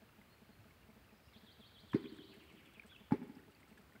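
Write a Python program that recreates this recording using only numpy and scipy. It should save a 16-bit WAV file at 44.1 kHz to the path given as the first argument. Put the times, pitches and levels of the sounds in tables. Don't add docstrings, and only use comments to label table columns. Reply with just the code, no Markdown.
import sys
import numpy as np
from scipy import signal
from scipy.fft import rfft, irfft, next_fast_len
from scipy.io import wavfile
from scipy.ndimage import map_coordinates

SR = 44100
rng = np.random.default_rng(int(sys.argv[2]) if len(sys.argv) > 2 else 0)


def master_out(mix):
    frames = np.transpose(np.atleast_2d(mix))
    ceiling = np.clip(frames, -1, 1)
    pcm = np.round(ceiling * 32767).astype(np.int16)
    wavfile.write(sys.argv[1], SR, pcm)


N = 176400


# t/s, slap level/dB, slap f/Hz, push level/dB, spray level/dB, far echo/dB
STONES = [(1.931, -44, 1160, -32, -48.5, -14.5), (3.108, -45.5, 800, -34.5, -47.5, -19.5)]
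# t/s, level/dB, starting f/Hz, pitch rise/(Hz/s), swell/s, fade/s
BIG_BUBBLES = [(1.9448, -22.5, 245.4, 5040, 0.0055, 0.019), (1.9559, -26.5, 350, 4300, 0.0045, 0.044),
               (3.1196, -19, 180.5, 9640, 0.0021, 0.059), (3.1206, -31, 836, 1600, 0.0011, .05),
               (3.1392, -29, 321, 7400, 0.0023, 0.045)]
# f/Hz, level/dB
SPRAY_TONE = [(150, -5), (600, -6), (900, -1), (1300, -2.5), (2100, -2), (3200, -20), (5000, -19.5),
              (7000, -35.5), (9000, -28.5), (15000, -46)]

def plops(slap_s=0.0079, push_s=0.026, push_hz=129, spray_fade_s=0.16):
    out, t = np.zeros(N), clock(0.2)
    for start, slap_db, hz, push_db, spray_db, _ in STONES:
        slap = noise([(hz / 8, -14), (hz / 2, -10), (hz, 0), (2 * hz, -13), (8 * hz, -46)], len(t))
        slap_shape = np.exp(-(2 * t / slap_s - 1) ** 2) * np.minimum(t / 0.0013, 1)
        add(out, start, amp(slap_db) * slap * slap_shape)
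        push_t = clock(push_s)
        push = -np.sin(np.pi * push_t / push_s) * np.sin(2 * np.pi * push_hz * push_t)
        add(out, start + 0.0042, amp(push_db) * push)
        spray_shape = amp(-60 * t / spray_fade_s) * np.minimum(t / 0.0012, 1)
        add(out, start + 0.011, amp(spray_db) * noise(SPRAY_TONE, len(t)) * spray_shape)
    for start, db, hz, rise, swell_s, fade_s in BIG_BUBBLES:
        add(out, start, bubble(db, hz, rise, swell_s, fade_s))
    return out


def bubble(db, hz, rise, swell_s, fade_s):
    t = clock(0.15)
    swell = np.sin(np.pi / 2 * np.minimum(t / swell_s, 1)) ** 2
    fade = amp(-60 * (t - swell_s) / fade_s)
    return amp(db) * swell * fade * np.sin(2 * np.pi * (hz * t + rise * t * t / 2))


# delay t/s, level/dB
BANK_ECHOES = [(.066, -30), (0.096, -18.5), (.108, -19), (.175, -22), (0.246, -26)]
# f/Hz, level/dB
NEAR_TONE = [(60, -22), (130, -7.5), (230, -1.5), (330, -1.5), (430, -0.5), (600, -1), (900, -4),
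             (2500, 4.5), (8000, -9)]
# f/Hz, level/dB
FAR_TONE = [(60, -47), (200, -17.5), (290, -3), (350, 2.5), (410, -3.5), (480, -27), (650, -16), (900, -8),
            (3000, -34)]

def river_echo(sound):
    near = amp(-15.5) * reverb(sound, fade_s=1)
    for delay, db in BANK_ECHOES:
        add(near, delay, amp(db) * sound)
    starts, *_, far_db = np.transpose(STONES)
    far_strength = amp(np.interp(np.arange(N) / SR, starts, far_db))
    far = reverb(sound * far_strength, fade_s=2.45)
    return coloured(near, NEAR_TONE) + coloured(far, FAR_TONE)


# t/s, level/dB, starting f/Hz, fade/s
DRIPS = [(.214, -58.5, 2040, 0.024), (.708, -61, 2170, 0.022), (1.283, -64.5, 2750, 0.037),
         (2.058, -54.5, 2400, 0.016), (2.186, -56, 1620, 0.008), (2.796, -43.5, 2330, 0.017),
         (2.821, -55.5, 2185, 0.015), (2.836, -57.5, 1620, 0.032), (2.919, -57.5, 1500, 0.038),
         (2.962, -54.5, 2600, .025), (3.353, -71, 4930, 0.0043), (3.39, -58, 1840, 0.018),
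         (3.549, -65, 4500, 0.0071), (3.63, -57, 2050, 0.022), (3.774, -58, 1650, 0.051),
         (3.922, -60.5, 1840, 0.015), (3.952, -59, 1440, 0.091), (3.961, -58.5, 2100, 0.015)]

def lapping(count=190, rise_per_s=3.8, swell_s=0.0023):
    out, t = np.zeros(N), clock(0.08)
    for start, db, hz, fade_s in DRIPS:
        add(out, start, bubble(db, hz, hz * rise_per_s, swell_s, fade_s))
        splash = noise([(hz / 4, -20), (hz / 2, -6), (hz, 0), (2 * hz, -14), (4 * hz, -34)], len(t))
        add(out, start, amp(db - 12) * splash * amp(-60 * t / fade_s))
    starts = rng.uniform(0, N / SR, count)
    for start, (loudness, pitch) in zip(starts, rng.uniform(-1.01, 1, (count, 2))):
        hz = 1766 * 2 ** (0.736 * pitch)
        add(out, start, bubble(-68 + 4.5 * loudness, hz, hz * rise_per_s, swell_s, fade_s=0.02))
    return out


def gulp(start=0.585):
    out = np.zeros(N)
    add(out, start, bubble(db=-55.5, hz=104.5, rise=0, swell_s=0.015, fade_s=0.2))
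    return out


# t/s, level/dB
POPS = [(2.165, -65.5), (2.339, -64), (2.525, -65), (2.658, -65), (2.88, -66), (3.778, -66)]
# f/Hz, level/dB
POP_TONE = [(3000, 7), (5000, -1), (6500, -8), (8300, 5), (10000, -9.5), (15000, -8)]

def fizz(count=70, from_s=1.6):
    out, t = np.zeros(N), clock(0.04)
    faint_pops = list(zip(rng.uniform(from_s, N / SR, count), rng.normal(-72.5, 3.5, count)))
    for start, db in POPS + faint_pops:
        add(out, start, amp(db) * noise(POP_TONE, len(t)) * np.exp(-t / 0.0075))
    return out


# t/s, length/s, relative level/dB, kind of note
SONG = [(0.292, 0.064, -76.5, "whistle"), (0.497, .05, -79, "whistle"), (1.12, 0.072, -82.5, "thin"),
        (1.225, .06, -78, "thin"), (1.328, 0.06, -66.5, "scoop"), (1.457, .076, -65, "scoop"),
        (1.596, 0.087, -65, "scoop"), (1.738, .078, -64, "scoop"), (1.882, 0.09, -62.5, "scoop"),
        (2.025, .078, -62.5, "scoop"), (2.173, .08, -63, "scoop"), (2.273, 0.058, -69, "trill"),
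        (2.885, .09, -64, "flourish")]
NOTE_TUNES = {"whistle": [4150, 4300, 4300, 4190], "thin": [5450, 4800, 5900], "scoop": [4500, 3530, 3310,
              3096, 3640, 4300, 4860], "trill": [3800, 4200, 4400], "fall": [3730, 2966, 2600, 2210, 2100],
              "flourish": [3060, 3580, 3350, 2910, 2450]}
RASP = {"whistle": 0.0089, "thin": 0.0084, "scoop": 0.03, "trill": 0.072, "fall": 0.0804, "flourish": .035}

def finch(fall_count=6, sink_per_s=0.0595):
    song = np.zeros(N)
    scoops_middle = np.mean([start for start, _, _, kind in SONG if kind == "scoop"])
    falling_run = [(2.302 + k * 0.087, 0.055, -66.5, "fall") for k in range(fall_count)]
    for start, length, db, kind in SONG + falling_run:
        progress = clock(length) / length
        tune = NOTE_TUNES[kind]
        hz = np.interp(progress, np.linspace(0, 1, len(tune)), tune)
        flutter = RASP[kind] * wander(900, len(progress))
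        sink = sink_per_s * (start - scoops_middle) if kind == "scoop" else 0
        whistle = np.sin(2 * np.pi * np.cumsum(hz * (1 + flutter - sink)) / SR)
        add(song, start, amp(db) * np.sqrt(2 * np.sin(np.pi * progress)) * whistle)
    branches = amp(-7) * reverb(song, fade_s=0.082)
    trees = amp(-2.5) * reverb(song, fade_s=1)
    return amp(-1.5) * song + branches + trees


BUZZ_STARTS = [0.02, .183, 0.4182, 0.492, .653, .889, .9632, 1.1246, 1.360, 1.433, 1.594, 1.832, 2.297,
               2.368, 2.535, 2.772, 2.846, 3.007, 3.477, 3.714, 3.790, 3.951]
STEP_LEVELS = [-1.5, 1, -2, -1.5, -15]
# f/Hz, level/dB
CASE_TONE = [(30, -23), (100, -1), (210, 2), (430, -7.5), (650, -11.5), (900, -16), (1500, -46),
             (4000, -62)]

def motor(steps_per_s=216.2):
    clicks = np.zeros(N)
    for start in BUZZ_STARTS:
        for k, db in enumerate(STEP_LEVELS):
            click = -amp(-18.5 + db + rng.normal(0, 1, 1))
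            add(clicks, start + k / steps_per_s, click)
    return coloured(clicks, CASE_TONE)


# f/Hz, level/dB
AIR_TONE = [(20, -19.5), (32, -16.5), (50, 5), (75, 5.5), (120, -2.5), (180, -3.5), (260, -8), (350, -10),
            (550, -13), (900, -15), (1600, -16), (2700, -18.5), (3600, -23.5), (4700, -25), (5700, -31),
            (8000, -31.5), (11000, -32), (15700, -27.5)]

def air():
    return amp(-64 - 0.3 * wander(5.95, N)) * noise(AIR_TONE, N)


def amp(db):
    return 10 ** (np.asarray(db) / 20)


def clock(seconds):
    return np.arange(int(seconds * SR)) / SR


def add(out, start, sound):
    i = round(start * SR)
    out[i:i + len(sound)] += sound[:max(len(out) - i, 0)]


def coloured(sound, tone):
    size = 2 * next_fast_len(len(sound) // 2 + 8192)
    hz, db = np.transpose(tone)
    gain = amp(np.interp(np.log(np.fft.rfftfreq(size, 1 / SR) + 1), np.log(hz), db))
    folded = irfft(np.log(gain))
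    folded[1:size // 2] *= 2
    folded[size // 2 + 1:] = 0
    return irfft(rfft(sound, size) * np.exp(rfft(folded)))[:len(sound)]


def noise(tone, size):
    hiss = coloured(rng.standard_normal(size), tone)
    return hiss / np.sqrt(np.mean(hiss ** 2) + 1e-20)


def reverb(sound, fade_s):
    t = clock(1.9)
    tail = rng.standard_normal(len(t)) * amp(-60 * t / fade_s) * (1 - np.exp(-t / 0.0077))
    return signal.fftconvolve(sound, tail / np.linalg.norm(tail))[:N]


def wander(rate, size):
    return map_coordinates(rng.standard_normal(4000), [np.arange(size) * rate / SR])


def scene():
    stones = plops()
    return (stones + river_echo(stones) + finch() + lapping() + gulp() + fizz() + motor() + air())[None]


def record(dry, low_cut_hz=86, top_hz=15750):
    thinned = signal.sosfilt(signal.butter(2, low_cut_hz, "highpass", fs=SR, output="sos"), dry)
    size = next_fast_len(N + 8192)
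    below_top = np.fft.rfftfreq(size, 1 / SR) < top_hz
    return irfft(rfft(thinned, size) * below_top, size)[:, :N]


dry = scene()
out = record(dry)
master_out(out)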